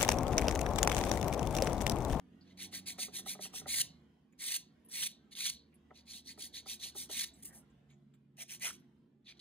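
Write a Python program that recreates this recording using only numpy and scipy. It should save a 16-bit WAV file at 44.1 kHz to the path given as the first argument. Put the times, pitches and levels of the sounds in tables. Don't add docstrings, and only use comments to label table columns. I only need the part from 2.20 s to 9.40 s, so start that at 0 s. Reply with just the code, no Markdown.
import sys
import numpy as np
from scipy import signal
from scipy.fft import rfft, irfft, next_fast_len
from scipy.io import wavfile
from scipy.ndimage import uniform_filter1d, map_coordinates

SR = 44100
rng = np.random.default_rng(int(sys.argv[2]) if len(sys.argv) > 2 else 0)


def boost_factor(decibels):
    exponent = np.asarray(decibels, float) / 20
    return 10 ** exponent


def generate_wav(signal):
    frames = np.transpose(np.atleast_2d(signal))
    scaled = np.clip(frames, -1, 1) * 32767
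    pcm = np.round(scaled).astype(np.int16)
    wavfile.write(sys.argv[1], SR, pcm)


N = 317564

# time in seconds, level in dB.
BACKGROUND_DB = [(0, -64), (.7, -61), (1.501, -58.5), (2.1, -68.5), (2.599, -64.5), (3.4, -65.5), (4, -65.5),
                 (4.8, -62.5), (5.4, -63.5), (6.102, -71), (6.5, -62), (6.999, -72.5), (7.2, -64.5)]
USUAL_BACKGROUND_DB = -65
# frequency in Hz, density in dB per Hz.
RUMBLE_DB = [(24, -47.5), (40, -10.5), (76, -3.5), (102, -24), (119, -6), (140, -3), (279, -3), (322, -14),
             (357, -6), (386, -18.5), (434, -11.5), (900, -49.5), (1170, -68), (1980, -120)]
HISS_DB = [(410, -14), (700, -5), (873, -9), (1260, -12.5), (1830, -12), (2540, -17.5), (3120, -15),
           (4210, -22.5), (5390, -26.5), (15600, -38)]
# frequency in Hz, left-right likeness 0-1.
STREET_LIKENESS = [(60, .99), (150, .97), (300, .78), (600, .35), (1500, .3), (8000, .1)]
# frequency in Hz, left minus right in dB.
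STREET_BALANCE_DB = [(30, -.4), (60, -1), (150, -2.3), (400, -3), (2000, -1)]
# time in seconds, firing rate in Hz, level in dB,
# lean from the second order to the first in dB.
ENGINE_PASSES = [
    [(0, 89.2, -73.5, -9.5), (.5, 94.43, -64, -6), (.9, 94.4, -71, -8.5), (1.25, 95.75, -74.5, -27),
     (1.45, 85.55, -71, 12.5), (1.9, 74.7, -73.5, -8), (2.2, 71.5, -89, -6)],
    [(2.8, 72.2, -89.5, 9.5), (3.4, 75, -74.5, -2.5), (4.3, 79.4, -85.5, 24.5), (5.2, 72.66, -80.5, 15.5),
     (5.7, 70.4, -73, -15.5), (6.3, 68.1, -84, -22.5), (7.2, 67.7, -83.5, -10.5)],
]
# frequency in Hz, width in Hz, level in dB.
WALL_TONES = [(223, 41, -71), (354, 3.3, -80.5)]

# frequency in Hz, width in Hz, level in dB.
NAIL_MODES = [(1150, 500, -16), (1650, 400, -8), (2100, 320, -2), (2650, 500, 0), (3080, 450, -5)]
BOARD_MODES = [(3450, 550, -2), (3900, 450, -1), (4350, 500, 0)]
GRIT_MODES = [(8510, 3900, -3), (10000, 700, -3.5), (11465, 2900, 4.5), (13600, 4000, -10.5),
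              (13570, 750, 4), (15200, 2100, -5)]
EDGE_MODES = [(5250, 600, -5), (5900, 700, 0), (6700, 800, -1)]
# start in seconds, length in seconds, pressure in dB,
# place of the fastest moment 0-1, brightness in dB.
OVER_TOP = [(.205, 0.13, -71, 0.92, -19), (.372, 0.11, -48.5, 0.52, -4), (.513, 0.1, -48.5, 0.39, -1),
            (.657, 0.091, -47.5, 0.21, 1), (.778, 0.11, -45, 0.3, 1), (.922, 0.099, -48, 0.5, 1.5),
            (1.05, 0.11, -47.5, 0.4, 2.5), (1.198, 0.092, -48.5, .4, 0), (1.326, 0.097, -49.5, 0.4, 2.5),
            (2.176, 0.031, -72, .6, 0), (2.682, .045, -64, 0.77, 0), (3.108, 0.042, -57, 0.51, -5.5)]
ALONG_SIDE = [(3.735, 0.096, -61, 0.42, -8.5), (3.855, 0.17, -52, 0.495, -1), (4.045, 0.1, -52.5, 0.48, -1),
              (4.175, 0.12, -50, 0.36, 4.5), (4.325, 0.099, -48.5, 0.37, -3),
              (4.455, 0.12, -46.5, 0.44, 2.5), (4.59, 0.13, -46.5, .45, -1), (4.745, 0.13, -50, 0.33, 7.5),
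              (7.045, .095, -57, 0.56, -15), (7.168, .025, -70, .3, -14), (7.192, 0.024, -57, 0.15, -12)]
ACROSS_TIP = [
    (5.7, .025, -91, .3, 3),
    (6.51, .07, -73, .3, 3),
    (6.167, 0.075, -59.5, 0.82, 0.89),
    (6.275, .11, -59, .45, 0.099),
    (6.395, .13, -52, 0.5, 0.19),
]
THUMB_WIPE = [
    (5.13, 0.16, -82.5, 0.27, -10.5),
    (5.224, 0.021, -75, .2, 2.5),
    (5.244, 0.069, -74.5, .15, 3),
    (5.325, .1, -80, 0.308, 0),
]
# start in seconds, length in seconds, final pressure in dB,
# swell in dB, brightness in dB.
DRAW_OFF = [
    (1.467, 0.16, -40, 4, 2),
    (2.189, 0.19, -44.5, 4, 1.5),
    (2.711, 0.17, -44, 4, 1),
    (3.15, 0.16, -39.5, 6.5, -4.5),
    (4.89, 0.16, -41.5, 5, -2),
]
# fine grit in dB, nail body in dB, board edge in dB,
# speed already reached at first touch 0-1, gain of the nail along the stroke in dB.
TOP_GRIP = (0, -5.5, -6.5, -0.28, -0.5)
SIDE_GRIP = (-4.5, -11.5, -9, 0.01, 3)
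TIP_GRIP = (6.5, 3.7, 1.4, 0.014, .1)
WIPE_GRIP = (18.7, 1.7, 2, 0.19, 4.7)
DRAW_GRIP = (0.5, -6.5, -8, -1, 3.5)
BRUSH_GRIP = (0, -6, -6, .3, 0)
SPEED_POWER = 1.536
LAND_S, BITE_DB, BITE_T60_S = 0.0016, -17.5, 0.02
CATCH_S, LIFT_S = 0.015, 0.0085
# time in seconds, half length in seconds, extra pressure in dB.
SURGES = [(.378, 0.0057, 8), (0.427, 0.016, 2), (0.831, 0.012, 3), (1.543, .01, 2), (1.607, 0.0086, 3),
          (2.28, .015, 2), (2.32, .006, 3), (2.346, 0.0053, 5), (2.364, 0.0055, 3), (2.833, 0.0096, 6),
          (2.852, .006, -2.5), (3.207, 0.0052, 3), (3.263, .015, 4), (3.29, 0.0063, -2.5),
          (3.91, 0.013, 2.5), (3.93, .008, -3), (4.64, .012, 3), (4.995, .005, 5), (5.005, .004, -3),
          (5.012, .007, 4.5), (5.03, .01, -4), (5.256, .008, 9), (5.235, .008, 3), (5.355, .01, 4),
          (4.6, .004, 8), (5.048, .006, 3), (1.615, .003, 4), (6.423, .006, 3.5), (6.465, 0.018, 2)]
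# time in seconds, spread in dB.
GRAIN_SPREAD_DB = [
    (0, 1.1),
    (5.1, 1.1),
    (5.15, 2.2),
    (7.2, 2.4),
]

# time in seconds, frequency in Hz, width in Hz, level in dB.
TICKS = [(0.209, 4600, 603, -64.5), (2.12, 12000, 2470, -80), (2.12, 2300, 500, -77.5),
         (2.645, 11200, 800, -62), (2.683, 11100, 900, -59), (2.12, 6900, 600, -82),
         (5.697, 3900, 400, -78), (2.82, 2900, 1280, -40), (3.525, 2430, 600, -70.5),
         (3.54, 10970, 1200, -65.5), (5.135, 7940, 700, -63.5), (5.496, 7000, 3030, -82),
         (5.934, 2380, 2490, -76), (5.935, 7650, 1500, -80.5), (5.937, 12900, 1200, -75),
         (6.591, 11500, 1200, -75)]
# time in seconds, length in seconds, frequency in Hz, width in Hz, level in dB.
RUBS = [(2.19, .09, 2100, 350, -54), (.375, .07, 2100, 350, -60), (2.72, .14, 2200, 450, -52),
        (1.47, .06, 2050, 350, -54), (7.055, .08, 3550, 500, -58), (5.695, .055, 2250, 300, -74),
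        (3.3, .16, 4100, 600, -64), (2.875, .09, 3900, 600, -64), (.53, .05, 2050, 350, -60),
        (4.92, .1, 2100, 400, -55), (5.14, 0.1, 11100, 700, -74.5), (5.264, 0.13, 1780, 400, -66.5),
        (5.232, .03, 250, 150, -57), (5.281, 0.18, 636, 450, -69), (5.683, 0.087, 6840, 900, -79),
        (5.687, 0.061, 2830, 2000, -73.5), (6.174, 0.08, 660, 149, -64), (6.415, .1, 2700, 700, -46),
        (6.418, .096, 620, 298, -62), (6.45, 0.074, 1470, 500, -49.5), (7.068, 0.076, 2400, 700, -55.5),
        (6.197, 0.035, 2560, 703, -50.5)]
# time in seconds, peak in dB,
# brightness in dB.
SNAGS = [(1.6045, -28.5, 9.5), (1.6088, -29.5, 1), (1.6157, -22, 12), (2.3455, -27.5, -5),
         (2.8406, -22.5, -8.5), (3.153, -30, -12), (3.1867, -28, -6), (3.258, -32, -17.5), (3.2992, -24, 0),
         (3.3009, -25, 0), (4.9923, -34.5, -18), (5.0112, -23, -14), (5.2281, -60, 13), (5.2544, -47, 8),
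         (5.2585, -58, 14),
         (6.1709, -50, 0), (6.1814, -50, -2), (6.1948, -39, 0), (6.2074, -37, 0), (6.2113, -37, 0),
             (6.2153, -35, 0.5), (6.2214, -34, -0.5), (6.2284, -35.5, 2), (6.2821, -45.5, 0),
             (6.2954, -41.5, 0), (6.3081, -37, 0.5), (6.3274, -38, 0), (6.3984, -38, -0.5),
             (6.4093, -40, 0), (6.4224, -34, -0.5), (6.4324, -32, 0), (6.4454, -30, -3), (6.4534, -30, 0.5),
             (6.4674, -31, -0.5), (6.4884, -34, 0), (6.5074, -36, 0),
         (0.376, -43, -12), (2.8344, -24, -12), (3.2334, -28, -12), (3.272, -25, -12),
                (4.5979, -41, -12), (4.634, -33, -12), (4.9614, -28.5, -12.5), (5.0174, -26, -12),
                (7.0584, -55, -12), (7.0728, -51, -12), (7.0813, -46, -11.5), (7.0874, -47, -12),
                (7.0984, -43, -14), (7.1038, -41, -12), (7.1174, -42, -15), (7.1944, -43, -17)]
# time in seconds, peak in dB,
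# weight of the first mode in dB, weight of the second mode in dB.
KNOCKS = [(0.527, -51, -6, -17), (0.783, -40, -12, -11), (0.882, -45.5, -6, -18), (0.989, -51.5, -7.5, -23),
          (1.061, -39, -17, -14), (1.15, -43.5, -10.5, -10), (1.19, -40, -10, -4.5),
          (1.251, -43.5, -12, -12), (1.336, -45, -33, -12), (1.415, -47.5, -5, -12),
          (1.458, -36.5, -16, -8), (3.707, -44, -12.5, -9.5), (4.176, -48.5, -5.5, -13),
          (4.459, -47.5, -9, -20), (4.652, -57, -8, -25), (4.751, -47, -4.5, -13), (4.894, -44.5, -3.5, -4)]
# frequency in Hz, level in dB, t60 in seconds.
STAND_MODES = [(404, 17, .06), (609, 11.5, .07), (753, 4.5, .07), (1278, 0.5, 0.04), (1980, -2.5, 0.027)]

# frequency in Hz, level in dB.
TABLE_DB = [(600, -2), (1400, -18.5), (1900, -5.5), (2500, -3.5), (3050, -5.5), (3700, -5.5), (4600, -3),
            (5050, 6.5), (5700, 4), (7000, -1.5), (7600, -0.5), (8300, -1), (13000, -2), (15500, -9)]
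# frequency in Hz, t60 in seconds.
ROOM_T60_S = [(300, 0.099), (2000, 0.17), (4000, 0.31), (5500, 0.24), (10000, 0.14), (15000, 0.15)]
# frequency in Hz, lead of the left port in radians.
PORT_LEAD_RAD = [(0, 0), (600, 0.9), (1030, .2), (2330, 0.7), (2580, 2.0), (3010, 1.1), (4310, 1.1),
                 (4850, 1.9), (5350, 3.1), (6000, 4.2), (7200, 5.3), (7900, 6.1), (8870, 6.4),
                 (11750, 9.25), (13050, 9.58), (15000, 11.8), (15300, 12.5)]
# frequency in Hz, left minus right in dB.
PORT_BALANCE_DB = [(60, -1.0), (180, -2.5), (550, -3.0), (1650, -2.5), (4970, -1.0), (15000, 0.0)]
# time in seconds, share 0-1.
HAND_SPILL = [(0, .4), (.9, .25), (3.5, .25), (3.7, .9), (5.1, .9), (5.2, .05), (5.5, .05), (6, .7),
              (7.2, .7)]
# frequency in Hz, distance under the other in dB.
DROP_UNDER_DB = [(3000, 17), (5400, 16), (8300, 19), (12400, 22), (15500, 23)]
BAND_BINS = np.r_[0, 132, 144, 160, 176, 196, 216, 240, 264, 292, 320:769:32]


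def evened(x):
    return x / np.sqrt(np.mean(x ** 2) + 1e-20)


def read(points, hz):
    f, value = np.transpose(points)
    return np.interp(np.log(hz + 1), np.log(f + 1), value)


def over_time(points):
    return np.interp(np.arange(N) / SR, *np.transpose(points))


def add(mix, s, sound):
    part = mix[round(s * SR):][:len(sound)]
    part += sound[:len(part)]


def drift(seconds):
    size = max(int(seconds * SR), 2)
    return evened(uniform_filter1d(uniform_filter1d(rng.standard_normal(N), size), size))


def resonate(x, hz, width_hz):
    turn = np.exp(2j * np.pi * np.cumsum(hz * np.ones(len(x))) / SR)
    r = np.exp(-np.pi * width_hz / SR)
    smooth = signal.lfilter([(1 - r) ** 2], [1, -2 * r, r * r], x / turn + 1e-18)
    return 2 * (turn * smooth).real


def background(spectrum, follow, gain_db, patchy_db):
    frames, hz = N // 512 + 5, np.fft.rfftfreq(2048, 1 / SR)
    a, b, c, d, patches = rng.standard_normal((frames, 1025, 5)).T
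    patches = uniform_filter1d(patches, size=4, axis=0)
    patches = evened(uniform_filter1d(patches, size=10, axis=1))
    same = np.clip(read(STREET_LIKENESS, hz), -1, 1)[:, None]
    left = a + 1j * b
    right = same * left + np.sqrt(1 - same ** 2) * (c + 1j * d)
    right = right / boost_factor(read(STREET_BALANCE_DB, hz))[:, None]
    z = np.array([left, right]) * boost_factor(read(spectrum, hz)[:, None] + patchy_db * patches)
    noise = evened(signal.istft(z, nperseg=2048, noverlap=1536)[1][:, :N])
    return boost_factor(gain_db + follow * (over_time(BACKGROUND_DB) - USUAL_BACKGROUND_DB)) * noise


def engine():
    out = np.zeros(N)
    for rows in ENGINE_PASSES:
        s, hz, level_db, lean_db = np.transpose(rows)
        orders_db = [level_db + lean_db / 2, level_db - lean_db / 2, level_db - 1.5]
        t = np.arange(s[0], s[-1], 1 / SR)
        turns = np.cumsum(np.interp(t, s, hz) * (1 + .006 * drift(0.035)[:len(t)])) / SR
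        for order, db in enumerate(orders_db, 1):
            waver = boost_factor(np.interp(t, s, db) + 0.28 * drift(0.013)[:len(t)])
            add(out, s[0], np.sqrt(2) * waver * np.sin(2 * np.pi * (order * turns + rng.random())))
    return out


def walls():
    out = np.zeros(N)
    for hz, width_hz, db in WALL_TONES:
        out += boost_factor(db + 0.7 * drift(.15)) * evened(resonate(rng.standard_normal(N), hz, width_hz))
    return out


def quick(t, length, peak, touch):
    turn = np.interp(t / length, [0, np.clip(peak, .05, .95), 1], [np.clip(touch, 0, .4), 1 / 2, 1])
    return abs(np.sin(np.pi * turn)) ** SPEED_POWER


def drawn(t, length, swell_db, touch):
    hold = 1 - (1 - np.clip(touch, 0, 1)) * np.exp(-t / CATCH_S)
    hold = hold * np.clip((length - t) / LIFT_S, 0, 1)
    return hold ** SPEED_POWER * boost_factor(swell_db * (t / length - 1))


def all_strokes():
    brushes = [(s + length - LIFT_S, .065, db - 22, .3, 2.5) for s, length, db, *rest in DRAW_OFF]
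    runs = [(OVER_TOP, quick, TOP_GRIP), (ALONG_SIDE, quick, SIDE_GRIP), (ACROSS_TIP, quick, TIP_GRIP),
            (THUMB_WIPE, quick, WIPE_GRIP), (DRAW_OFF, drawn, DRAW_GRIP), (brushes, quick, BRUSH_GRIP)]
    strokes = [(row, shape, grip) for rows, shape, grip in runs for row in rows]
    return sorted(strokes, key=lambda stroke: stroke[0][0])


def surges():
    out = np.zeros(N)
    for s, half_s, db in SURGES:
        t = np.arange(-2 * half_s, 2 * half_s, 1 / SR)
        add(out, s - 2 * half_s, db * np.exp(-2 * (t / half_s) ** 2))
    return boost_factor(out)


def grain_catches():
    spread_db = over_time(GRAIN_SPREAD_DB)
    sizes = boost_factor(spread_db * np.minimum(rng.exponential(1, N), 7))
    sizes = sizes * np.sqrt(1 - spread_db * np.log(10) / 10)
    grains = sizes * (rng.random(N) < 11000 / SR)
    return evened(grains * boost_factor(1.1 * drift(.003)))


def ring(drive, modes, wander, patchy_db):
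    out = np.zeros(N)
    for hz, width_hz, db in modes:
        struck = drive * rng.choice([-1, 1], N) * boost_factor(db + patchy_db * drift(0.022))
        out += resonate(struck, hz * (1 + wander * drift(0.025)), width_hz)
    return evened(out)


def file_strokes():
    grains = grain_catches()
    force = np.zeros((4, N))
    for (s, length, db, form, bright_db), shape, grip in all_strokes():
        grit_db, nail_db, edge_db, touch, nail_along_db = grip
        t = np.arange(0, length, 1 / SR)
        bite = boost_factor(BITE_DB - 60 * t / BITE_T60_S)
        press = boost_factor(db) * (shape(t, length, form, touch) + bite) * np.clip(t / LAND_S, 0, 1)
        shares_db = [0, grit_db + bright_db, nail_db, edge_db + 0.43 * bright_db]
        alongs_db = [0, 3.5, nail_along_db, 1.5]
        for row, share_db, along_db in zip(force, shares_db, alongs_db):
            add(row, s, press * boost_factor(share_db + along_db * (t / length - 1 / 2)))
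    board, grit, nail, edge = force * surges()
    out = boost_factor(1.5) * board * ring(grains, BOARD_MODES, wander=.02, patchy_db=1.5)
    out += boost_factor(5.0) * grit * ring(grains, GRIT_MODES, wander=0.004, patchy_db=-0.5)
    out += boost_factor(6.5) * nail * ring(grains, NAIL_MODES, wander=0.063, patchy_db=3.0)
    out += boost_factor(1.5) * edge * ring(grains, EDGE_MODES, wander=0.0032, patchy_db=-1.5)
    return out


def scuffs():
    out = np.zeros(N)
    ticks = [(s, 0.031, *row, .2) for s, *row in TICKS]
    rubs = [(*row, 0.34) for row in RUBS]
    for s, length, hz, width_hz, db, peak in ticks + rubs:
        grit = rng.standard_normal(SR // 2) * boost_factor(3.5 * rng.exponential(1, SR // 2))
        noise = evened(resonate(grit, hz, width_hz))[SR // 4:][:int(length * SR)]
        swell = np.interp(np.linspace(0, 1, len(noise)), [0, np.clip(peak, .02, .9), 1], [0, 1, 0])
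        add(out, s, boost_factor(db) * noise * swell)
    return out


def snags():
    dull, bright = np.zeros((2, N))
    rows = SNAGS
    cracks = rng.standard_normal((len(rows), 80)) * np.exp(-np.arange(80) / 14)
    cracks = cracks / abs(cracks).max(1, keepdims=True)
    for (s, db, bright_db), crack in zip(rows, cracks):
        add(dull, s, boost_factor(db) * crack)
        add(bright, s, boost_factor(db + bright_db) * crack)
    dull = resonate(resonate(dull, 3800, 3600), 3800, 3600)
    return boost_factor(6.5) * dull + boost_factor(7.5) * resonate(bright, 10500, 4300)


def knocks():
    out, t = np.zeros(N), np.arange(5000) / SR
    chance = rng.standard_normal((len(KNOCKS), len(STAND_MODES), 2))
    rattle = rng.standard_normal((len(KNOCKS), len(t)))
    for (s, db, *low_db), rows, noise in zip(KNOCKS, chance, rattle):
        add(out, s, boost_factor(db - 16.0 - 60 * t / 0.038) * evened(resonate(noise, 900, 890)))
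        weights_db = low_db + [0, 0, 0]
        for (hz, mode_db, t60_s), weight_db, (a, b) in zip(STAND_MODES, weights_db, rows):
            decay = boost_factor(db - 9.5 + mode_db + weight_db + 0.66 * a - 60 * t / t60_s)
            onset = 1 - np.exp(-t * hz / 2.7)
            add(out, s, onset * decay * np.sin(2 * np.pi * hz * (1 + 0.023 * b) * t))
    return out


def place():
    ends = [(row[0], row[0] + row[1]) for row, shape, grip in all_strokes()]
    sides = [((-1) ** k, -(-1) ** k) for k in range(len(ends))]
    return np.interp(np.arange(N) / SR, np.maximum.accumulate(np.ravel(ends)), np.ravel(sides))


def table(x):
    echo_s, slide, share = .00039, .05, .3
    late = echo_s * SR * (1 + slide * (place() + drift(0.17)))
    x = x - share * map_coordinates(x, [np.arange(N) - late], order=3)
    size = next_fast_len(N)
    colour = boost_factor(read(TABLE_DB, np.fft.rfftfreq(size, 1 / SR)))
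    return irfft(rfft(x, size) * colour, size)[:N]


def room(x):
    taps = np.zeros((2, SR // 2))
    at = np.arange(200, SR // 2 - 20, 20) + rng.integers(0, 20, (2, (SR // 2 - 201) // 20))
    np.put_along_axis(taps, at, rng.choice([-1., 1.], at.shape), 1)
    hz, t, z = signal.stft(taps, SR, nperseg=256)
    decay = boost_factor(-60 * t / read(ROOM_T60_S, hz)[:, None])
    tail = signal.istft(z * decay, SR, nperseg=256)[1]
    return signal.fftconvolve(x[None], tail / np.linalg.norm(tail[0]), axes=1)[:, :N]


def ports(x):
    scatter, scatter_hz = .45, 9000
    sway_s, sway_takes_s = 1.1e-6, .06
    opposite = np.array([[1], [-1]])
    size = next_fast_len(N)
    hz, (f, lead) = np.fft.rfftfreq(size, 1 / SR), np.transpose(PORT_LEAD_RAD)
    half = boost_factor(read(PORT_BALANCE_DB, hz) / 2) * np.exp(.5j * np.interp(hz, f, lead))
    pair = rfft(x, size) * np.array([half, 1 / half])
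    lower = irfft(pair / (1 + (hz / scatter_hz) ** 4), size)[:, :N]
    thrown = np.array([lower.mean(0) + over_time(HAND_SPILL) * lower[1], lower[0]])
    z = signal.stft(thrown, nperseg=256)[2]
    z = z * np.exp(2j * np.pi * rng.random(z.shape))
    common, apart = signal.istft(z, nperseg=256)[1][:, :N]
    slope = irfft(pair * 2j * np.pi * hz, size)[:, :N]
    sway = slope * sway_s * drift(sway_takes_s) * opposite
    return irfft(pair, size)[:, :N] + sway + scatter * (common + apart * opposite)


def scene():
    near = table(file_strokes() + snags()) + knocks() + scuffs()
    close, far = room(near)
    rumble = background(RUMBLE_DB, follow=1.0, gain_db=-67, patchy_db=2.5)
    hiss = background(HISS_DB, follow=1.5, gain_db=-77, patchy_db=4.0)
    hum = (engine() + walls()) * boost_factor([[-.9], [.9]])
    hands = ports(near + boost_factor(-14.5) * close)
    return hands + boost_factor(-26.0) * far * np.array([[1], [-1]]) + rumble + hiss + hum


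def joint_stereo(x):
    budget_db, offset = 3.5, 675
    frame = dict(window="cosine", nperseg=2048, noverlap=1024)
    both_apart = np.pad([x[0] + x[1], x[0] - x[1]], ((0, 0), (offset, 0)))
    z = signal.stft(both_apart, **frame)[2] / 2
    power = np.add.reduceat(abs(z) ** 2, BAND_BINS, axis=1)
    margin = boost_factor(2 * read(DROP_UNDER_DB, BAND_BINS * SR / 2048))[:, None]
    margin = margin * boost_factor(2 * budget_db * rng.standard_normal(z.shape[2]))
    keep = power * margin > power[::-1]
    keep[:, 0] = True
    z = z * np.repeat(keep, np.diff(np.r_[BAND_BINS, 1025]), axis=1)
    both, apart = signal.istft(z, **frame)[1][:, offset:][:, :N]
    return np.array([both + apart, both - apart])


def top_cut(x):
    return signal.sosfilt(signal.butter(12, 15800, fs=SR, output="sos"), x)


def record(dry):
    thin = signal.sosfilt(signal.butter(5, 50, "high", fs=SR, output="sos"), dry)
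    treble_cut = signal.firwin(401, 15750, window=("kaiser", 9), fs=SR)
    thin = signal.oaconvolve(thin, treble_cut[None], "same")
    mix = joint_stereo(thin)
    return top_cut(mix)


dry = scene()
out = record(dry)
generate_wav(out)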